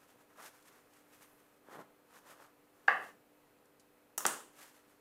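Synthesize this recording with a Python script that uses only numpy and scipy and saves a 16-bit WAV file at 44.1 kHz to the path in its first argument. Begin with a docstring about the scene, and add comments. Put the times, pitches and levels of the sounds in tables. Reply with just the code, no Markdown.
"""Towel spread over dough

A cotton towel is shaken out and spread over dough balls on a steel tray in a small, hard-walled kitchen.
Filtered random grains make the cloth brush and billow; dispersed pulses make its folds flap.
The tray, a bank of dying sines, knocks once on the stone counter as a hand tucks the edge in.
Something small and hard lands with a double clack of pulses and ringing. An appliance hums faintly in noise.
"""
import sys
import numpy as np
from scipy import signal
from scipy.fft import rfft, irfft
from scipy.io import wavfile
from scipy.ndimage import uniform_filter1d

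SR = 44100
rng = np.random.default_rng(int(sys.argv[2]) if len(sys.argv) > 2 else 0)


def digitize_waveform(pressure):
    """Quantize a signal to 16-bit integers and store it at the path in sys.argv[1].

    Rows of a 2-D input are taken as channels; values are limited to [-1, 1].
    """
    field = np.atleast_2d(pressure).T
    bounded = np.clip(field, -1, 1)
    quanta = np.round(bounded * 32767).astype(np.int16)
    wavfile.write(sys.argv[1], SR, quanta)


N = 220762

# Room air and microphone hiss. Each row: frequency in Hz, relative density in dB per Hz.
AIR_FLOOR_SPECTRUM = [(25, -14), (45, -21), (80, -24), (135, -12.5), (230, -13), (340, -12), (450, -8.5),
                      (640, -12), (1600, -18.5), (2600, -23), (3600, -28.5), (5700, -32), (9000, -30),
                      (13900, -27.5), (15200, -28), (15700, -45.5)]
# Appliance hum partials. Each row: frequency in Hz, rms level in dB, about which it wavers.
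HUM_PARTIALS = [(98.7, -91), (247.6, -84), (296.1, -75.7), (397.5, -84), (493, -80), (641, -88),
                (1281, -89), (2562, -91.5), (4188, -95.5)]

# Sliding fibres. Each row: frequency in Hz, relative density in dB per Hz.
HISS_SPECTRUM = [(300, -23.5), (1500, 7), (2800, 2.5), (4300, -1), (6500, 1), (8700, 1), (10500, -0.5),
                 (13000, 0.5), (15500, -11.5)]
# Rumpling weave. Each row: frequency in Hz, relative density in dB per Hz.
WEAVE_SPECTRUM = [(70, -36), (160, -12), (400, -4.5), (700, -1), (1150, 1), (1800, -3), (2300, -16),
                  (3500, -18.5), (8000, -48)]
# Air pushed by the sheet. Each row: frequency in Hz, relative density in dB per Hz.
BILLOW_SPECTRUM = [(50, -26), (110, -11.5), (160, -2.5), (380, 1), (650, -6.5), (1300, -15.5),
                   (2500, -38.5), (6000, -59)]
# Strokes of cloth on cloth and skin as the towel is lifted, spread and tucked in, last a sleeve.
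# Each row: crest in seconds, rise in seconds, fade in seconds, relative fibre hiss in dB,
# relative rumple of the weave in dB.
STROKES = [(.025, 0.0475, 0.04445, -73.5, -68), (.1, 0.0338, 0.0532, -73, -71),
           (.21, 0.0325, 0.0334, -74, -67), (.31, 0.02465, 0.051, -79, -66),
           (.402, 0.02918, 0.03367, -64, -52), (.463, 0.06144, 0.03015, -58, -54),
           (.56, 0.0379, 0.0688, -71.5, -67), (0.681, 0.03136, 0.02353, -65.5, -65.5),
           (.75, .06, .08, -72.5, -65.5), (.97, 0.05134, 0.05857, -72, -69),
           (1.145, 0.04414, 0.04893, -69.5, -66.5), (1.23, 0.02793, 0.02654, -65.5, -62),
           (1.3, 0.0474, 0.0481, -80.5, -72.5), (1.402, 0.02267, 0.01636, -76.5, -73),
           (1.752, .065, .028, -67, -50), (1.802, 0.02785, 0.02766, -69.5, -51),
           (2.173, 0.07336, 0.0338, -67.5, -58.5), (2.315, 0.05725, 0.03214, -63.5, -54.5),
           (2.425, 0.07153, 0.05465, -70.5, -56.5), (2.82, 0.11475, 0.1145, -78.5, -70.5),
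           (2.89, 0.01145, 0.1176, -67.5, -69.5), (3.065, 0.10856, 0.05517, -67, -59.5),
           (4.625, 0.069, 0.08094, -61, -61), (4.76, 0.02585, 0.0653, -70, -67),
           (4.899, 0.05135, 0.07035, -77, -73)]
# Soft stir of the hanging towel while carried. One row: start in seconds, end in seconds,
# release in seconds, relative hiss in dB, relative rumple in dB.
CARRY = (0.5, 1.5816, 0.0042, -83, -76)
# The whole towel pushing air as it settles and is patted down.
# Each row: crest in seconds, rise in seconds, fade in seconds, level in dB.
BILLOWS = [(1.8, 0.0667, 0.02262, -55.5), (2.89, .01, .2, -58.5)]
# Folds going taut as the towel is shaken, lands and is patted. Each row: start in seconds, strength in dB.
FLAPS = [(.158, -54), (.401, -51), (.451, -52), (1.686, -44.5), (1.729, -48), (1.755, -41), (1.7844, -44.5),
         (1.791, -38), (1.7955, -43), (1.8058, -42), (1.809, -49.5), (3.033, -46), (3.089, -48)]
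# One flap. Each row: frequency in Hz, relative level in dB.
FLAP_SPECTRUM = [(50, -28.5), (100, -4.5), (170, 4), (420, 9.5), (700, 7.5), (1300, -1.5), (1900, -19),
                 (2400, -31), (5000, -39), (14000, -49)]
# Single scuffs of a hem or a fingertip. Each row: start in seconds, strength in dB, decay in seconds.
SCUFFS = [(.625, -48, 0.00603), (.936, -48.5, 0.00386), (1.812, -48, 0.00295), (3.586, -60, 0.003794),
          (3.656, -51, 0.00481), (3.797, -43.5, 0.010994)]
# One scuff. Each row: frequency in Hz, relative level in dB.
SCUFF_SPECTRUM = [(500, -28), (2000, -8), (4200, 4), (8000, 4), (12000, 2.5), (15500, -12.5)]

# The towel sweeping right past the microphone.
# One row: crest in seconds, rise in seconds, fade in seconds, level in dB.
PASS = (1.27, .22, .22, -75)
# Finest fibres. Each row: frequency in Hz, relative density in dB per Hz.
FINE_SPECTRUM = [(4000, -30), (8000, -9), (10500, 0), (13500, 0), (15500, -9)]

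# The tray's rim meeting the counter. Each row: start in seconds, strength in dB.
KNOCKS = [(2.8796, -19.5), (2.8819, -7)]
# Tray modes; the dough damps the strongest at once.
# Each row: frequency in Hz, relative level in dB, 60 dB decay time in seconds.
TRAY_MODES = [(505.45, -28.5, 0.13), (632.69, -40.5, .4), (694, -35.5, 0.12), (764.47, -30.5, .24),
              (800.22, -11, 0.037), (1046.8, -32.5, 0.42), (1154.7, -26, 0.24), (1386.8, -34.5, 0.23),
              (1511.4, -40.5, .24), (1614, -21.5, 0.15), (1638.3, 3.5, 0.014016), (1714.5, -27.5, 0.2264),
              (1782.4, -29, .18), (1855, -35, .3), (1986.9, -28.5, 0.23926), (2160, -36.5, 0.27969),
              (2050, -13, 0.0051), (2639.3, -40, .22), (2763, -14.5, .016), (3696.2, -28.5, .016),
              (4656.3, -30, 0.019972), (5770, -40, .018), (7442, -42.5, 0.013987)]
# Knock as sent to the walls. Each row: frequency in Hz, relative level in dB.
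KNOCK_ROOM_SPECTRUM = [(80, -62.5), (150, -26), (320, -24.5), (470, -13), (760, -1), (930, -8), (1150, 4),
                       (1330, -7), (1630, 3), (2030, 0), (2300, -20.5), (2750, -10.5), (3500, -30),
                       (4800, -33.5), (6000, -42), (12000, -55)]

# A hard thing touching, landing and settling on the counter. Each row: start in seconds,
# relative dull thud in dB, sharp click in dB, thin tick in dB, share sent to the room in dB.
CLACKS = [(4.1785, -42, -30, -18, -5), (4.1799, -27, -27.5, -26.5, -3), (4.1822, -33, -19.5, -31, -6),
          (4.2061, -32.5, -33.5, -39, -3), (4.247, -35, -59.5, -54.5, -4.5),
          (4.2524, -19.5, -37, -28.5, -2), (4.2535, -16, -28.5, -50.5, -7.5),
          (4.255, -17.5, -38, -53, -5.5), (4.265, -23, -9, -25.5, -5), (4.272, -37.5, -24.5, -40.5, 0),
          (4.282, -29.5, -28.5, -44, -0.5)]
# Thud of the body. Each row: frequency in Hz, relative level in dB.
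THUD_SPECTRUM = [(60, -41), (105, -28.5), (170, -10.5), (350, -2.5), (700, -3), (1150, 4), (1750, -1),
                 (2300, -12), (2900, -8), (4200, -12.5), (6200, -13.5), (10000, -33.5), (16000, -55.5)]
# Click of the hard edge. Each row: frequency in Hz, relative level in dB.
CLICK_SPECTRUM = [(300, -29.5), (1600, -29), (3200, -29), (4700, -8.5), (7200, 2), (9000, -0.5),
                  (11300, -9.5), (13000, -13), (16000, -27.5)]
# Tick of the hard edge. Each row: frequency in Hz, relative level in dB.
TICK_SPECTRUM = [(300, -26.5), (3000, -35), (4500, -15.5), (5600, 4), (7200, 2.5), (9500, -3.5),
                 (11800, -3), (14000, -2.5), (16000, -4)]
# Ringing of the small object after each tick.
# Each row: frequency in Hz, level relative to the tick in dB, 60 dB decay time in seconds.
SHELL_MODES = [(1270.8, -23.5, 0.054), (2896.3, -29.5, 0.0496), (3756.3, -28, .035), (5349, -32, 0.0526),
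               (6221, -25.5, 0.046), (6811.8, -29, 0.315), (7359, -21.5, 0.046), (7732.4, -23, 0.0562),
               (8700, -25, 0.03905), (13517, -22.5, 0.04067)]

# Diffuse decay. Each row: frequency in Hz, 60 dB decay time in seconds.
KITCHEN_T60 = [(150, 0.48), (400, 0.5829), (1000, 0.4033), (1900, 0.40528), (2800, 0.46303), (5000, .42),
               (7300, .4), (11000, 0.4), (15000, 0.44)]
# Counter and near walls. Each row: delay in seconds, relative level in dB.
ECHOES = [(.0066, -15), (.0098, -15.5), (0.0108, -10.5), (.0158, -14), (.0188, -34), (0.0247, -12)]

FLOOR_DB = -69.5
# Movement: fall over one rise or fade time; exponent of the crest (1 = pointed).
SWELL_DB, CREST_POWER = 10.5, 1.5
# The knock's whole sound, ring and room tail, fades faster from here: start, extra fall.
FADE_S, FADE_DB_PER_S = 3.1, 160
EDGE_HZ = 15800


def amp(db):
    """Converts dB to an amplitude factor."""
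    return 10 ** (np.asarray(db) / 20)


def unit(x):
    """Scales to an rms of 1."""
    return x / np.sqrt(np.mean(x ** 2) + 1e-20)


def read(points, hz):
    """Interpolates a spectrum along a log-frequency axis."""
    f, value = np.transpose(points)
    return np.interp(np.log(hz + 1), np.log(f + 1), value)


def add(mix, start_s, sound):
    """Adds a sound into the mix in place, cut at the end."""
    part = mix[round(start_s * SR):][:len(sound)]
    part += sound[:len(part)]


def colour(x, spectrum):
    """Filters a steady sound by a spectrum; rms 1."""
    gain = amp(read(spectrum, np.fft.rfftfreq(len(x), 1 / SR)))
    return unit(irfft(rfft(x) * gain, len(x)))


def wander(rate_hz):
    """Smooth random drift, mostly below rate_hz; rms 1."""
    hz = np.fft.rfftfreq(N, 1 / SR)
    lowpass = 1 / (1 + (hz / rate_hz) ** 4)
    return unit(irfft(rfft(rng.standard_normal(N)) * lowpass, N))


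def background():
    """Quiet room air and microphone hiss as noise, with the wavering sines of an appliance hum."""
    t = np.arange(N) / SR
    air_db = FLOOR_DB + 0.28002 * wander(rate_hz=4)
    air = colour(rng.standard_normal(N), AIR_FLOOR_SPECTRUM) * amp(air_db)
    hum = np.zeros(N)
    for hz, rms_db in HUM_PARTIALS:
        gain = np.sqrt(2) * amp(rms_db + 1.2 * wander(rate_hz=2.4))
        phase_rad = 2 * np.pi * hz * t + 0.6 * wander(rate_hz=2.3)
        hum += gain * np.sin(phase_rad)
    return air + hum


def swell(crest_s, rise_s, fade_s):
    """Gain of one movement: gathers speed to a rounded crest, then slows."""
    t = np.arange(N) / SR - crest_s
    away = np.maximum(-t / rise_s, t / fade_s)
    return amp(-SWELL_DB * np.minimum(abs(away), 10) ** CREST_POWER)


def friction():
    """Gains of fibre hiss and weave rumple: strokes add in power to the stir of carrying."""
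    start_s, end_s, release_s, hiss_db, rumple_db = CARRY
    t = np.arange(N) / SR
    carried = (t >= start_s) * np.exp(-np.maximum(t - end_s, 0) / release_s)
    power = np.outer(amp([hiss_db, rumple_db]), carried) ** 2
    for crest_s, rise_s, fade_s, hiss_db, rumple_db in STROKES:
        stroke = swell(crest_s, rise_s, fade_s)
        power += np.outer(amp([hiss_db, rumple_db]), stroke) ** 2
    return np.sqrt(power)


def grains(per_s, spread_db):
    """Tiny catches and releases of threads: sparse random impulses, sizes spread exponentially in dB."""
    size = amp(spread_db * np.minimum(rng.exponential(1, N), 4))
    present = rng.random(N) < per_s / SR
    return unit(size * rng.standard_normal(N) * present)


def pulse(spectrum, size=4096):
    """The shortest causal pulse with this spectrum (minimum phase); peak 1."""
    hz = abs(np.fft.fftfreq(size, 1 / SR))
    log_gain = np.log(amp(read(spectrum, hz)))
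    minimum_phase = np.exp(np.conj(signal.hilbert(log_gain)))
    wave = np.fft.ifft(minimum_phase).real[:size // 2]
    return wave / abs(wave).max()


def disperse(x, hz, width_hz):
    """All-pass: sound near a resonance leaves late, so a pulse becomes a few swings."""
    r = np.exp(-np.pi * width_hz / SR)
    poles = np.array([1, -2 * r * np.cos(2 * np.pi * hz / SR), r * r])
    return signal.lfilter(poles[::-1], poles, x)


def scatter(x, decay_s):
    """Spreads a pulse over a short dying noise burst of unit energy."""
    t = np.arange(SR // 20) / SR
    burst = rng.standard_normal(len(t)) * np.exp(-t / decay_s)
    return signal.fftconvolve(x, burst / np.linalg.norm(burst))[:N]


def kitchen(x, build_s):
    """Diffuse tail: dense reflections that build up, then die band by band."""
    hz, t, noise = signal.stft(rng.standard_normal(SR // 2), SR, nperseg=256)
    decay = amp(-60 * t / read(KITCHEN_T60, hz)[:, None])
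    tail = signal.istft(noise * decay, SR, nperseg=256)[1]
    tail = tail * (1 - np.exp(-np.arange(len(tail)) / SR / build_s))
    return signal.fftconvolve(x, tail / np.linalg.norm(tail))[:N]


def towel():
    """Fibres hiss as they slide, the weave rumples in clumps, the sheet billows, and taut folds flap."""
    sliding, bending = friction()
    hiss_grains = grains(per_s=16000, spread_db=-0.3769) * amp(1.2 * wander(rate_hz=69.426))
    hiss = colour(hiss_grains, HISS_SPECTRUM) * sliding
    rumple_grains = grains(per_s=3500, spread_db=1.0) * amp(1.8 * wander(rate_hz=59.706))
    rumple = colour(rumple_grains, WEAVE_SPECTRUM) * bending
    pushing = sum(amp(db) * swell(crest_s, rise_s, fade_s) for crest_s, rise_s, fade_s, db in BILLOWS)
    billow = colour(grains(per_s=603.03, spread_db=2.5), BILLOW_SPECTRUM) * pushing
    jolts = np.zeros(N)
    flap = disperse(pulse(FLAP_SPECTRUM), hz=588.3, width_hz=1289.5)
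    for start_s, db in FLAPS:
        add(jolts, start_s, amp(db) * flap)
    for start_s, db, decay_s in SCUFFS:
        add(jolts, start_s, amp(db) * scatter(pulse(SCUFF_SPECTRUM), decay_s))
    cloth = amp(3.5) * hiss + amp(-2.5) * rumple + billow + jolts
    return cloth + amp(-11) * kitchen(cloth, build_s=0.006)


def close_pass():
    """A thin, high sheen of fine fibres as the cloth swings by the microphone."""
    crest_s, rise_s, fade_s, db = PASS
    sheen = colour(rng.standard_normal(N), FINE_SPECTRUM)
    return amp(db) * swell(crest_s, rise_s, fade_s) * sheen


def ringing(modes, rise_s):
    """Dying sines that swell over the time of the contact."""
    t = np.arange(SR // 2) / SR
    ring = np.zeros(len(t))
    for hz, db, t60_s in modes:
        ring += amp(db - 60 * t / t60_s) * np.sin(2 * np.pi * hz * t)
    return ring * (1 - np.exp(-(t / rise_s) ** 2))


def near_echoes(x):
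    """Single reflections from the closest hard surfaces."""
    out = np.zeros(N)
    for delay_s, db in ECHOES:
        add(out, delay_s, amp(db) * x)
    return out


def tray():
    """A cushioned blow rings the tray's modes, the room answers, and the whole sound then fades out quickly."""
    # the ring carries no deep bass
    bass_cut = signal.butter(2, 300, "high", fs=SR, output="sos")
    ring = signal.sosfilt(bass_cut, ringing(TRAY_MODES, rise_s=0.0010618))
    direct, to_room, touch = np.zeros(N), np.zeros(N), np.zeros(N)
    for start_s, db in KNOCKS:
        add(direct, start_s, amp(db) * ring)
        add(to_room, start_s, amp(db) * pulse(KNOCK_ROOM_SPECTRUM))
    # first touch of bare steel on stone
    add(touch, KNOCKS[0][0], amp(-27.0) * pulse(THUD_SPECTRUM))
    echoes = amp(-8) * near_echoes(direct)
    tail = amp(-1.5) * kitchen(to_room, build_s=0.0058)
    fading_s = np.maximum(np.arange(N) / SR - FADE_S, 0)
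    return amp(-FADE_DB_PER_S * fading_s) * (direct + touch + echoes + tail)


def clacks():
    """Each contact mixes a dull thud of the body with a click and a tick of its hard edge."""
    thud = disperse(pulse(THUD_SPECTRUM), hz=1048.5, width_hz=740)
    click = disperse(pulse(CLICK_SPECTRUM), hz=7900, width_hz=5000)
    shapes = np.array([thud, click, pulse(TICK_SPECTRUM)])
    shell = ringing(SHELL_MODES, rise_s=0.000361)
    room_boost = amp([4.5, 1, 6])  # thud, click, tick
    out = np.zeros(N)
    for start_s, thud_db, click_db, tick_db, room_db in CLACKS:
        sizes = amp([thud_db, click_db, tick_db])
        contact = amp(1.5) * sizes @ shapes
        add(out, start_s, contact)
        add(out, start_s, sizes[2] * shell)
        # the counter and the things on it scatter each contact over a few milliseconds
        add(out, start_s, amp(-5.5) * scatter(contact, decay_s=0.0041))
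        to_room = (sizes * room_boost) @ shapes
        add(out, start_s, amp(room_db) * kitchen(to_room, build_s=0.004318))
    return out


def scene():
    """Sums all sources into one channel."""
    mix = background() + towel() + close_pass() + tray() + clacks()
    return mix[None]


def record(dry):
    """The small microphone loses the deep bass; a low-pass then limits the band."""
    bass_cut = signal.butter(1, 25, "high", fs=SR, output="sos")
    thin = signal.sosfilt(bass_cut, dry)
    band_limit = signal.firwin(401, EDGE_HZ, window=("kaiser", 9), fs=SR)
    return signal.oaconvolve(thin, band_limit[None], "same")


dry = scene()
out = record(dry)
digitize_waveform(out)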